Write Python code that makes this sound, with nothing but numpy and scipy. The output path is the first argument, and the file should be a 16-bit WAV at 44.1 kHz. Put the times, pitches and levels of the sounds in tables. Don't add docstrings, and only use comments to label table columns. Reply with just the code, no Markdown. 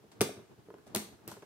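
import sys
import numpy as np
from scipy import signal
from scipy.fft import rfft, irfft
from scipy.io import wavfile
from scipy.ndimage import uniform_filter1d, map_coordinates

SR = 44100
rng = np.random.default_rng(int(sys.argv[2]) if len(sys.argv) > 2 else 0)


def voltage_ratio(decibels):
    exponent = np.asarray(decibels, float) / 20
    return 10 ** exponent


def transcribe(signal):
    frames = np.atleast_2d(signal).T
    limited = np.clip(frames, -1, 1)
    pcm = np.round(limited * 32767).astype(np.int16)
    wavfile.write(sys.argv[1], SR, pcm)


N = 63945


def read(table, hz):
    table_hz, value = np.array(table, float).T[:2]
    return np.interp(np.log(hz + 1), np.log(table_hz + 1), value)


def colour(x, table, tilt_db_per_octave=0.):
    hz = np.fft.rfftfreq(x.shape[-1], 1 / SR)
    gain_db = read(table, hz) + tilt_db_per_octave * np.log2(np.maximum(hz, 100) / 5000)
    y = irfft(rfft(x) * voltage_ratio(gain_db), x.shape[-1])
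    return y / np.sqrt(np.mean(y ** 2))


def band(x, hz, width_hz):
    return signal.lfilter(*signal.iirpeak(hz, hz / width_hz, SR), x)


def add(out, x, start_s):
    i = int(start_s * SR)
    out[..., i:i + x.shape[-1]] += x[..., :N - i]


def pair(likeness, noise):
    likeness = np.clip(likeness, 0, 1)
    common = np.sqrt((1 + likeness) / 2) * noise[0]
    opposed = np.sqrt((1 - likeness) / 2) * noise[1]
    return common + opposed * np.array([[1], [-1]])


def pan(left_minus_right_db):
    return voltage_ratio(np.array([[left_minus_right_db / 2], [-left_minus_right_db / 2]]))


# frequency in Hz, relative density in dB per Hz.
FLOOR_SPECTRUM = [(18, -61), (30, -1), (86, -9), (118, -7), (420, -8.5), (519, -16.5), (732, -16),
                  (1620, -23), (1940, -26), (13700, -38), (16500, -44)]
# frequency in Hz, likeness (no unit).
FLOOR_LIKENESS = [(60, 0.1), (130, 0.6), (290, 0.6), (640, 0.28), (1410, 0), (3100, 0.08), (6820, 0),
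                  (15000, -0.12)]
# time in seconds, gain in dB.
MURMUR_LEVEL = [(0, 2.5), (.2, 1), (.45, 0), (.66, -1), (.8, 0), (.93, 4.5), (1.202, 2), (1.45, 2.5)]


def floor():
    noise_rms_db, swell_db, swells_per_s, split_hz = -60.5, 4, 26, 1500
    spectra = rfft(rng.standard_normal((2, N)))
    stereo = pair(read(FLOOR_LIKENESS, np.fft.rfftfreq(N, 1 / SR)), spectra)
    noise = colour(irfft(stereo, N), FLOOR_SPECTRUM)
    hold = int(SR / swells_per_s)
    steps = np.repeat(rng.standard_normal(N // hold + 1), hold)
    swell = uniform_filter1d(steps, hold)[:N]
    murmur = signal.sosfilt(signal.butter(1, split_hz, fs=SR, output="sos"), noise)
    hiss = noise - murmur
    course_db = np.interp(np.arange(N) / SR, *np.array(MURMUR_LEVEL).T)
    return voltage_ratio(noise_rms_db) * (hiss + murmur * voltage_ratio(swell_db * swell + course_db))


# centre in Hz, gain in dB, t60 in seconds,
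# likeness of left and right from 0 to 1.
ROOM_BANDS = [(93.5, -10, .35, 1), (183, -10.5, 0.32, 0.97), (370, -9.5, .4, 0.75), (705, -8, 0.41, 0.16),
              (1500, -6.5, 0.45, 0), (2980, -5.5, 0.42, 0), (5720, -6.5, 0.39, 0.02), (10960, -6, 0.32, 0)]


def echoes():
    build_s, length_s = .006, .6
    t, tail = np.arange(int(length_s * SR)) / SR, 0
    for hz, gain_db, t60_s, likeness in ROOM_BANDS:
        edges_hz = [hz / np.sqrt(2), hz * np.sqrt(2)]
        octave = signal.butter(2, edges_hz, "band", fs=SR, output="sos")
        shape = (1 - np.exp(-t / build_s)) * 1000 ** (-t / t60_s)
        noise = signal.sosfilt(octave, rng.standard_normal((2, len(t))))
        tail = tail + voltage_ratio(gain_db) * pair(likeness, noise) * shape / np.sqrt(np.sum(shape ** 2))
    return tail


# start in seconds, echo gain in dB.
HAND_PLACES = [(0, -1), (.55, 1), (.92, 0.5), (1.24, -0.5)]


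def room(fan):
    out = np.zeros((2, N))
    ends_s = [start_s for start_s, _ in HAND_PLACES[1:]] + [N / SR]
    for (start_s, gain_db), end_s in zip(HAND_PLACES, ends_s):
        source = fan[:, int(start_s * SR):int(end_s * SR)].mean(axis=0)
        answer = signal.fftconvolve(source[None], echoes(), axes=1)
        add(out, voltage_ratio(gain_db) * answer, start_s)
    return out


# start in seconds, level in dB, rise time constant in ms,
# decay time constant in ms, tilt in dB per octave.
RUSTLE_EVENTS = [(0.116, -55.5, 0.88, 16.6, 1), (0.2089, -28.5, 2.6, 20.1, 1.5), (0.864, -55, 2.2, 22, 0),
                 (.948, -34.5, 3.6, 31, 2), (1.276, -47.5, 3.7, 54, 1), (1.318, -48, 2.6, 9.4, 3.5),
                 (1.423, -56, 1.5, 11, -1)]
# frequency in Hz, relative density in dB per Hz.
CLOTH_SPECTRUM = [(350, -3), (600, 1.5), (2470, -10), (2800, -10), (8620, -14.5), (14900, -31.5),
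                  (16000, -47)]


def cloth():
    grains_per_s, grain_spread_db = 3500, 1.5
    out, t = np.zeros((2, N)), np.arange(SR // 3) / SR
    for start_s, level_db, rise_ms, decay_ms, tilt in RUSTLE_EVENTS:
        chance, sign, size = rng.random((3, 2, len(t)))
        grain_db = -grain_spread_db * np.log(size + 1e-9)
        grains = (chance < grains_per_s / SR) * np.sign(sign - .5) * voltage_ratio(grain_db)
        shape = (1 - np.exp(-1000 * t / rise_ms)) * np.exp(-1000 * t / decay_ms)
        rustle = colour(pair(0.13, grains), CLOTH_SPECTRUM, tilt)
        add(out, voltage_ratio(level_db) * shape * rustle, start_s)
    return out


# start in seconds, peak before panning in dB, decay time constant of the
# crackle in ms, tilt in dB per octave, left minus right in dB.
TICK_EVENTS = [(.118, -61, 1.1, -2, -4), (0.2084, -15, 0.94, -7.5, 2), (0.21, -18.5, 0.63, 1, 7.5),
               (0.2144, -13.5, 1.36, 3, 7), (.213, -25.5, 0.79, -13, 2), (0.218, -27, 2.1, 9, -12),
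               (.229, -43, 1.1, 2, 9), (.7027, -52, 2., -10.5, -7), (.7413, -51, 1, -15, 0),
               (.784, -55.5, 1.5, -7, -5), (0.868, -57, 1., 3, 7), (.877, -55, 0.79, -3, -12),
               (.9479, -22, .8, 3, -1), (.9499, -11, .6, 3, 1), (0.954, -39, 0.25, 4, 0),
               (0.9607, -21, 0.66, 12, -7), (0.9616, -24, 0.75, -5.5, 14.5), (0.97, -25.5, 1.8, -4.5, 8.5),
               (1.2775, -25, 0.78, 8, 6.5), (1.286, -38, 0.36, 7, 14), (1.3156, -39, 1.3, 0, 17),
               (1.4225, -47, 1.2, -11, -1)]
# centre in Hz, width in Hz, relative gain before the tilt in dB.
EDGE_RINGS = [(1500, 1400, -9.5), (3240, 1380, -1.5), (4850, 2950, -2), (6360, 980, -1.5), (8610, 1520, -1),
              (13100, 5600, -8), (14350, 1350, -6)]


def ticks():
    click_level = 2.4
    out, t = np.zeros((2, N)), np.arange(SR // 50) / SR
    noises = rng.standard_normal((len(TICK_EVENTS), 2, len(t)))
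    for (start_s, peak_db, decay_ms, tilt, pan_db), noise in zip(TICK_EVENTS, noises):
        burst = (pair(0.61, noise) + click_level * (t == 0)) * np.exp(-1000 * t / decay_ms)
        ring = 0
        for k, (hz, width_hz, gain_db) in enumerate(EDGE_RINGS):
            gain = (-1) ** k * voltage_ratio(gain_db + tilt * np.log2(hz / 5000))
            ring = ring + gain * band(burst, hz, width_hz)
        add(out, voltage_ratio(peak_db) * pan(pan_db) * ring / abs(ring).max(), start_s)
    return out


# start in seconds, peak in dB, contact time in ms,
# favoured region in octaves above the lowest mode, its spread in octaves.
KNOCK_EVENTS = [(.033, -61, .8, -2, 0.55), (0.04, -48.5, 0.58, 2.4, 0.48), (.199, -23.5, 10, 7.5, .8),
                (0.2082, -24, .6, 1, 0.88), (0.2092, -21.5, 1.1, 0.8, 0.67),
                (.2118, -13.5, 0.48, 2.25, 0.27), (0.2146, -21, 0.24, 2.5, 0.87),
                (0.291, -33.5, 0.5, 2.44, 0.25), (0.343, -55, 0.58, 2.8, 0.28),
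                (0.369, -41.5, 1.24, 3.9, 0.37), (0.391, -43, 0.57, 2.7, 0.88), (.497, -59, 0.81, -3, .5),
                (0.579, -50, 2.3, 3.5, 0.6), (0.686, -39.5, 0.3, 2.05, 0.48),
                (0.703, -38.5, 0.12, 2.53, 0.77), (0.74, -39.5, 0.096, 2.5, 0.59),
                (0.783, -54, 0.19, 3, 0.52), (0.868, -45.5, 0.7, 2.5, 0.23), (.9462, -29, .5, 2.6, .35),
                (.9522, -26.5, 0.69, 2.5, 0.37), (.9545, -32, 0.54, 1.5, .4), (.9615, -29, 1.8, .75, .25),
                (0.989, -38, 0.69, 2.2, .25), (1.088, -46.5, 1.83, 3, 0.53), (1.19, -53.5, .2, 20, 1.1),
                (1.270, -42, 2.6, 0, 0.77), (1.2743, -45, 0.21, 5, 0.4), (1.278, -35.5, 0.3, 1.85, 1),
                (1.3163, -37, 0.9, 3.17, 0.65), (1.325, -47, 1.9, 1.04, 0.75),
                (1.367, -44, 0.24, 2.5, 0.59), (1.424, -43.5, 0.68, 3, 0.88), (1.431, -42, 0.23, 2.5, 0.4)]
# frequency in Hz, relative level in dB,
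# t60 in seconds.
WOOD_MODES = [(116.8, -5.5, 0.1), (157, -14.5, 0.19), (207, -4, 0.104), (272.4, -19, 0.3),
              (345, -5.5, 0.11), (385.4, -2, 0.095), (429.8, 1, 0.034), (520, -14.5, 0.054),
              (579, -2.5, 0.014), (741, -10, 0.019), (878, -6.5, 0.015), (1037, -10, 0.046),
              (1204, -7, 0.019), (1457, -3.5, 0.024), (1673, -8.5, 0.072), (2140, -8, .025),
              (2860, -10, .02), (3400, -33, 0.012)]


def knocks():
    elsewhere_db, level_scatter_db, pitch_scatter = -22, 1.5, 0.013
    out, t = np.zeros(N), np.arange(SR // 4) / SR
    hz, mode_db, t60_s = np.array(WOOD_MODES, float).T[:, :, None]
    swing = (-1.) ** np.arange(len(WOOD_MODES))[:, None]
    octave = np.log2(hz / hz[0])
    scatter = rng.standard_normal((len(KNOCK_EVENTS), len(WOOD_MODES), 2))
    for (start_s, peak_db, contact_ms, region, spread), r in zip(KNOCK_EVENTS, scatter):
        favour = voltage_ratio(-6 * ((octave - region) / spread) ** 2) + voltage_ratio(elsewhere_db)
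        gain = swing * favour * voltage_ratio(mode_db + level_scatter_db * r[:, :1])
        mode_hz = hz * (1 + pitch_scatter * r[:, 1:])
        modes = gain * np.sin(2 * np.pi * mode_hz * t) * 1000 ** (-t / t60_s)
        push = np.hanning(int(contact_ms * SR / 1000) + 3)
        ring = np.convolve(modes.sum(axis=0), push)
        add(out, voltage_ratio(peak_db) * ring / abs(ring).max(), start_s)
    return out


def scene():
    left_lag_ms = 0.074
    fan = knocks() + ticks() + cloth()
    late = map_coordinates(fan[0], [np.arange(N) - left_lag_ms * SR / 1000], mode="nearest")
    return floor() + room(fan) + np.array([late, fan[1]])


def roll_off(x):
    return signal.sosfilt(signal.butter(12, 16650, fs=SR, output="sos"), x)


# frequency in Hz, left minus right in dB.
PORT_DIFFERENCE = [(60, 3.5), (110, 0.5), (200, 1.5), (380, -1.5), (700, 1.0), (1290, 0), (2380, -1.5),
                   (4400, 1.0), (8120, 2.5), (15000, -8.5)]


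def record(dry):
    low_hz, top_hz = 75, 15700
    side_db = read(PORT_DIFFERENCE, np.fft.rfftfreq(N, 1 / SR)) / 2
    ports = irfft(rfft(dry) * voltage_ratio(np.array([side_db, -side_db])), N)
    no_bass = signal.sosfilt(signal.butter(5, low_hz, "high", fs=SR, output="sos"), ports)
    mix = signal.sosfilt(signal.cheby1(8, .5, top_hz, fs=SR, output="sos"), no_bass)
    return roll_off(mix)


dry = scene()
out = record(dry)
transcribe(out)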